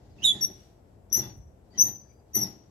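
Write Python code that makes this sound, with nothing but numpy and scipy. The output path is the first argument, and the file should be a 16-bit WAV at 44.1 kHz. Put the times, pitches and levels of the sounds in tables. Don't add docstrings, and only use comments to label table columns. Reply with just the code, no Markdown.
import sys
import numpy as np
from scipy import signal
from scipy.fft import rfft, irfft
from scipy.io import wavfile

SR = 44100
rng = np.random.default_rng(int(sys.argv[2]) if len(sys.argv) > 2 else 0)


def put_to_file(sound):
    columns = np.atleast_2d(sound).T
    safe = np.clip(columns, -1, 1)
    whole_steps = np.round(safe * 32767)
    wavfile.write(sys.argv[1], SR, whole_steps.astype(np.int16))


def nominal_scale(level):
    x = np.asarray(level, float) / 20
    return 10 ** x


N = 119070

# pitch_hz, density_db (per Hz)
TOWN_SPECTRUM = [(25, -20.5), (50, -2.5), (95, -0.5), (170, -10), (700, -15.5), (1150, -29.5),
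                 (4500, -47.5), (9000, -47.5)]
TOWN_DB, TOWN_PAN_DB = -56.5, 3.5
TOWN_ALIKE_HZ = 705

# pitch_hz, width_hz, level_db
WHISPER = [(12000, 2600, -87.5), (7900, 1000, -84)]
# time_s, level_db
WIND_GUSTS = [(0., -58.5), (.22, -53), (.35, -76), (1.2, -71), (1.4, -48), (1.6, -70.5), (2.7, -79)]
RUSTLE_S, RUSTLE_LENGTH_S, RUSTLE_DB = 0.58, 0.14, -66.5

# start_s, length_s, from_hz, to_hz, level_db
BIRD_CALLS = [
    (.09, .1, 5400, 3300, -80),
    (1.945, .045, 5200, 4720, -80),
    (1.975, .25, 4730, 4830, -78),
    (.59, .045, 2850, 2850, -75),
]
# start_s, level_db
GRIT_TICKS = [(1.128, -59), (1.232, -64.5), (1.362, -63.5), (1.372, -66), (2.125, -70.5), (2.345, -53)]

# time_s, grinding_db
HAND_PUSH = [(.15, -57.5), (0.248, -44), (.3, -47), (.37, -39), (0.499, -48), (.6, -61), (1.077, -70),
             (1.178, -33), (1.269, -42), (1.338, -54), (1.449, -77.5), (1.698, -63.5), (1.778, -42.5),
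             (1.831, -44.5), (1.882, -38), (1.959, -58.5), (2.2, -76), (2.33, -59), (2.362, -33.5),
             (2.481, -41.5), (2.53, -52), (2.7, -62)]
SLIPS_PER_S, SLIP_SPREAD_DB = 470, 2
# start_s, peak_db
SLEEVE_KNOCKS = [(.349, -44.5), (0.374, -42), (1.113, -34), (1.173, -27), (1.207, -35.5), (1.262, -29.5),
                 (1.355, -39), (1.868, -45.5), (1.892, -39), (2.388, -32.5), (2.416, -39.5), (2.465, -36.5)]
# pitch_hz, width_hz, level_db
FRAME_MODES = [(82.95, 42, -5.5), (127.5, 35, 3.5), (195.7, 45, 3), (295, 78, 1.5), (500, 160, -13.5),
               (807, 53, -12), (1300, 400, -23.5), (1930, 93, -23.5), (2850, 300, -31.5),
               (3500, 150, -33.5), (4800, 750, -25)]
# start_s, length_s, pitch_hz, level_db
SINGING_PARTS = [(.31, .06, 1960, -62), (.35, .11, 1830, -62), (.38, .05, 2000, -64), (.22, .05, 1700, -62),
                 (1.11, .07, 3470, -65), (1.14, .08, 1950, -60), (1.13, .05, 4500, -62),
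                 (1.2, .09, 2720, -64), (1.22, .07, 2000, -64), (1.705, .09, 4600, -68),
                 (1.735, .06, 1940, -64), (1.745, .05, 3110, -66), (1.76, .06, 4000, -68),
                 (1.845, .06, 1900, -60), (1.855, .05, 3970, -61), (2.09, .05, 2320, -75),
                 (2.05, .05, 1700, -76), (2.342, .06, 2040, -54), (2.355, .045, 3490, -57),
                 (2.345, .035, 4800, -55), (2.425, .05, 3750, -58), (2.42, .07, 1930, -62)]
RING_WIDTH_HZ, RING_DB = 230, -3
# pitch_hz, density_db (per Hz)
SCRAPE_SPECTRUM = [(1000, -1.5), (2500, -5.5), (5000, -2), (6900, -5.5), (7900, -36), (10000, -32),
                   (12000, -21.5), (13800, -41)]
SCRAPE_DB, FRAME_PAN_DB = -17, 3

# time_s, slip_hz, level_db, overtones_db
LOW_SQUEALS = [
    [(.178, 2666, -74, -25.5), (.19, 2620, -60.5, -36), (.215, 2710, -64, -17.5),
     (.222, 2784, -55.5, -10.5), (.23, 3052, -37, -14), (.244, 3047, -30, -2.5), (.252, 3000, -55, -10)],
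    [(.242, 3620, -49, -16), (.25, 3666, -28.5, -4), (.266, 3582, -28.5, -3), (.278, 3468, -19.5, -20),
     (.29, 3457, -23.5, -10.5), (.306, 3440, -19, -28), (.32, 3446, -24.5, -22), (.328, 3430, -43, -21.5)],
    [(.24, 3790, -32.5, -46), (.247, 3764, -22, -40.5), (.261, 3782, -20, -36), (.272, 3775, -22.5, -47.5),
     (.285, 3800, -29.5, -43), (.305, 3800, -41, -39), (.312, 3800, -54.5, -40.5)],
]
# time_s, slip_hz, level_db, overtones_db
EARLY_SQUEALS = [
    [(.406, 5770, -60, -14), (.412, 5760, -33.5, -15), (.428, 5680, -26, -16.5), (.44, 5750, -32.5, -21.5),
     (.447, 5830, -18, -27.5), (.456, 5830, -39.5, -5), (.47, 5450, -55.5, -15.5)],
    [(1.098, 5840, -61.5, -32), (1.118, 5820, -60.5, -26), (1.128, 5865, -24, -7.5), (1.142, 5860, -28, -3),
     (1.151, 5860, -19.5, -9), (1.163, 5910, -33, -4.5), (1.2, 5776, -31.5, -19), (1.21, 5827, -49, -18),
     (1.26, 5675, -51, -26)],
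    [(1.15, 6200, -64, 3), (1.17, 6200, -38, -1), (1.195, 6330, -46.5, -2.5), (1.215, 6250, -60, -5)],
    [(1.21, 3404, -73, -26.5), (1.23, 3524, -51, -35), (1.29, 3500, -65, -32), (1.31, 3500, -63.5, -29)],
]
# time_s, slip_hz, level_db, overtones_db
LATE_SQUEALS = [
    [(1.772, 5862, -66, -23), (1.782, 5924, -33, -16.5), (1.799, 5730, -21, -12), (1.805, 6050, -23, -12),
     (1.812, 6073, -15.5, -9), (1.826, 6057, -16.5, -16), (1.834, 6030, -28, -5), (1.87, 6057, -36, -3),
     (1.9, 6074, -48, -8)],
    [(2.332, 5947, -49.5, -15.5), (2.346, 5938, -42, 6), (2.354, 5973, -27.5, 1.5),
     (2.365, 5862, -36.5, 8.5), (2.378, 5971, -29, -7.5), (2.405, 5780, -38, -2.5), (2.432, 5696, -27, -18),
     (2.448, 5486, -41.5, -24), (2.49, 5460, -55, -18)],
]
# pan_db, overtone_pan_db (left over right), lead_rad, roughness (0-1)
SQUEAL_PORTS = [(-7, 5.5, -0.8, 0.7), (-2, 11, 0, 0.2), (-9.5, -2.5, 0.8, .1), (6, 13.5, 1.87, 0),
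                (6, 9, 5, 0.42), (6.5, 4.5, 0.5, 1), (-3, -7.5, 2.5, 0), (6.5, 5, -2, 0.25),
                (6.5, 6.5, 1.6, .45)]
OVERTONE_FALL_DB, OVERTONE_LEAD_RAD = -8, 1.9
CHATTER_DB, CHATTER_HZ, WOBBLE = -25, 1110, 0.004

# delay_s, level_db
YARD_SLAPS = [
    (0.01, -7.5),
    (0.021, -15.5),
    (.041, -25),
]
# pitch_hz, gain_db
YARD_TONE = [(100, -10), (600, 3), (3600, -4.5), (6000, -1.16), (12000, 3)]
NEAR_T60_S, NEAR_DB = 0.2, -14.5
YARD_T60_S, YARD_DB, YARD_PAN_DB = 0.45, -13.5, -1
TREBLE_T60_SHARE = 0.55
WAVER, WAVER_HZ = 0.5, 220

# pitch_hz, gain_db
MIC_RESPONSE = [(20, -9), (50, -0.44), (7400, 1.06), (8700, -7), (10300, 2.05), (13000, -1), (15500, -5.5)]


def unit(x):
    return x / np.sqrt(np.mean(x ** 2))


def band(x, hz, width_hz):
    return signal.lfilter(*signal.iirpeak(min(hz, 0.45 * SR), hz / width_hz, fs=SR), x)


def band_twice(x, hz, width_hz):
    return band(band(x, hz, width_hz), hz, width_hz)


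def colour(x, spectrum):
    hz, db = np.array(spectrum, float).T
    f = np.fft.rfftfreq(x.shape[-1], 1 / SR)
    gain = nominal_scale(np.interp(np.log(f + 1), np.log(hz), db))
    return irfft(rfft(x) * gain, x.shape[-1])


def walk(rate_hz, size=N):
    lowpass = signal.butter(3, min(rate_hz / 2, 0.4 * SR), fs=SR, output="sos")
    settling = int(min(SR / 2, 9 * SR / rate_hz))
    return unit(signal.sosfilt(lowpass, rng.standard_normal(size + settling))[-size:])


def pan(db):
    return nominal_scale(np.array([[db / 2], [-db / 2]]))


def town():
    out, swell = 0, walk(0.32)
    for hz in 30 * 2 ** np.arange(0, 9.5, 0.5):
        mid = band(rng.standard_normal(N), hz, hz / 2)
        side = band(rng.standard_normal(N), hz, hz / 2)
        wide = np.clip(hz / TOWN_ALIKE_HZ, 0.15, 1)
        stereo = (mid + wide * side * np.array([[1], [-1]])) / np.sqrt(1 + wide ** 2)
        out = out + nominal_scale(0.24 * swell + 1.2 * walk(18)) * stereo
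    return unit(colour(out, TOWN_SPECTRUM)) * nominal_scale(TOWN_DB) * pan(TOWN_PAN_DB)


def air(t):
    noise = rng.standard_normal((2, N))
    whisper = sum(nominal_scale(db) * unit(band_twice(noise, hz, width)) for hz, width, db in WHISPER)
    brush = np.exp(-((t - RUSTLE_S) / RUSTLE_LENGTH_S) ** 2)
    rustle = nominal_scale(RUSTLE_DB) * brush * unit(band(noise, 3300, 5500))
    s, db = np.array(WIND_GUSTS).T
    rumble = rng.standard_normal(N) + 0.5 * noise
    wind = unit(band(band(rumble, 65, 60), 53, 90)) * nominal_scale(np.interp(t, s, db) + 3.8 * walk(15))
    return whisper + rustle + wind


def birds(t):
    out = 0
    for s, length, from_hz, to_hz, db in BIRD_CALLS:
        u = np.clip((t - s) / length, 0, 1)
        hz = (from_hz + (to_hz - from_hz) * u) * (1 + 0.012 * walk(140))
        breath = nominal_scale(db + 2 * walk(60)) * np.clip(3 * np.sin(np.pi * u), 0, 1)
        out = out + breath * np.sin(2 * np.pi * np.cumsum(hz) / SR)
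    return out * pan(3.4)


def ticks(t):
    env = sum(nominal_scale(db) * (t > s) * np.exp(-np.clip(t - s, 0, 1) / 0.012) for s, db in GRIT_TICKS)
    return env * unit(np.diff(rng.standard_normal((2, N + 2)), 2))


def knocking_body(push):
    struck = rng.random(N) < SLIPS_PER_S / SR
    sizes = nominal_scale(SLIP_SPREAD_DB * rng.exponential(size=N)) * np.sign(rng.standard_normal(N))
    slips = unit(struck * sizes) * push
    for s, db in SLEEVE_KNOCKS:
        slips[int(s * SR)] -= nominal_scale(db + 15)
    body = 0
    for hz, width, db in FRAME_MODES:
        body = body + nominal_scale(db) * np.sqrt(SR / width / 4) * band_twice(slips, hz, 1.49 * width)
    return body / 2


def singing_parts(t, grit):
    out = 0
    for s, length, hz, db in SINGING_PARTS:
        u = np.clip((t - s) / length, 0, 1)
        env = np.sqrt(np.sin(np.pi * u ** 0.7).clip(0))
        out = out + nominal_scale(db + RING_DB) * env * unit(band_twice(grit, hz, RING_WIDTH_HZ))
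    return out


def scrape(push, grit):
    return unit(colour(grit, SCRAPE_SPECTRUM)) * push * nominal_scale(SCRAPE_DB + 1.8 * walk(60))


def frame(t):
    s, db = np.array(HAND_PUSH, float).T
    push = nominal_scale(np.interp(t, s, db))
    grit = rng.standard_normal((2, N))
    return (knocking_body(push) + scrape(push, grit) + singing_parts(t, grit)) * pan(FRAME_PAN_DB)


def squeal(u, rows, ports):
    s, hz, db, over_db = np.array(rows, float).T
    pan_db, over_pan_db, lead_rad, rough = ports

    def drift(rate_hz):
        return np.array([walk(rate_hz, size=int(0.3 * SR))[:len(u)] for _ in range(2)])

    slip_hz = np.interp(u, s, hz) * (1 + WOBBLE * rough * drift(390)[0])
    phase = 2 * np.pi * np.cumsum(slip_hz) / SR
    env = nominal_scale(np.interp(u, s, db)) * np.sqrt(2) * signal.windows.tukey(len(u), 400 / len(u))
    out = np.zeros((2, len(u)))
    for k in range(1, 5):
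        if k * hz.max() >= 0.36 * SR:
            continue
        size, lead = pan(pan_db), lead_rad
        if k > 1:
            size = pan(over_pan_db) * nominal_scale(np.interp(u, s, over_db) + OVERTONE_FALL_DB * (k - 2))
            lead = OVERTONE_LEAD_RAD
        skirt_hz = CHATTER_HZ * k ** 0.5
        chatter = nominal_scale(CHATTER_DB) * rough * 4 * (drift(skirt_hz) + 1j * drift(skirt_hz))
        flutter = 1 + 1.1 * rough * drift(260) + k ** 0.54 * chatter
        tone = np.exp(1j * (k * phase + lead * np.array([[1], [0]])))
        out += env * size * np.real(flutter * tone)
    return out


def squeals(t):
    out = np.zeros((2, N))
    for rows, ports in zip(LOW_SQUEALS + EARLY_SQUEALS + LATE_SQUEALS, SQUEAL_PORTS):
        on = slice(int(rows[0][0] * SR), int(rows[-1][0] * SR))
        out[:, on] += squeal(t[on], rows, ports)
    return out


def yard(x):
    u = np.arange(int(0.8 * SR)) / SR

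    def fade(t60_s, db):
        return unit(nominal_scale(-60 * u / t60_s)) * nominal_scale(db) / np.sqrt(len(u))

    def diffuse(kind):
        split = signal.butter(4, 8500, kind, fs=SR, output="sos")
        return signal.sosfilt(split, rng.standard_normal((2, len(u))))

    near = fade(NEAR_T60_S, NEAR_DB)
    tail = diffuse("low") * (fade(YARD_T60_S, YARD_DB) + near)
    tail += diffuse("high") * (fade(YARD_T60_S * TREBLE_T60_SHARE, YARD_DB) + near)
    tail = tail * np.clip(u / 0.0066, 0, 1) * pan(YARD_PAN_DB)
    for s, db in YARD_SLAPS:
        tail[0, int(s * SR)] += nominal_scale(db)
        tail[1, int(s * 1.07 * SR)] += nominal_scale(db)
    waver = (1 + WAVER * np.array([walk(WAVER_HZ), walk(WAVER_HZ)])) / np.hypot(1, WAVER)
    return x + signal.fftconvolve(colour(x, YARD_TONE) * waver, tail, axes=1)[:, :N]


def scene():
    t = np.arange(N) / SR
    return town() + air(t) + yard(birds(t) + ticks(t) + frame(t) + squeals(t))


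def top_cut(x):
    return signal.sosfilt(signal.butter(12, 15680, fs=SR, output="sos"), x)


def record(dry):
    mix = colour(dry, MIC_RESPONSE)
    return top_cut(mix)


dry = scene()
out = record(dry)
put_to_file(out)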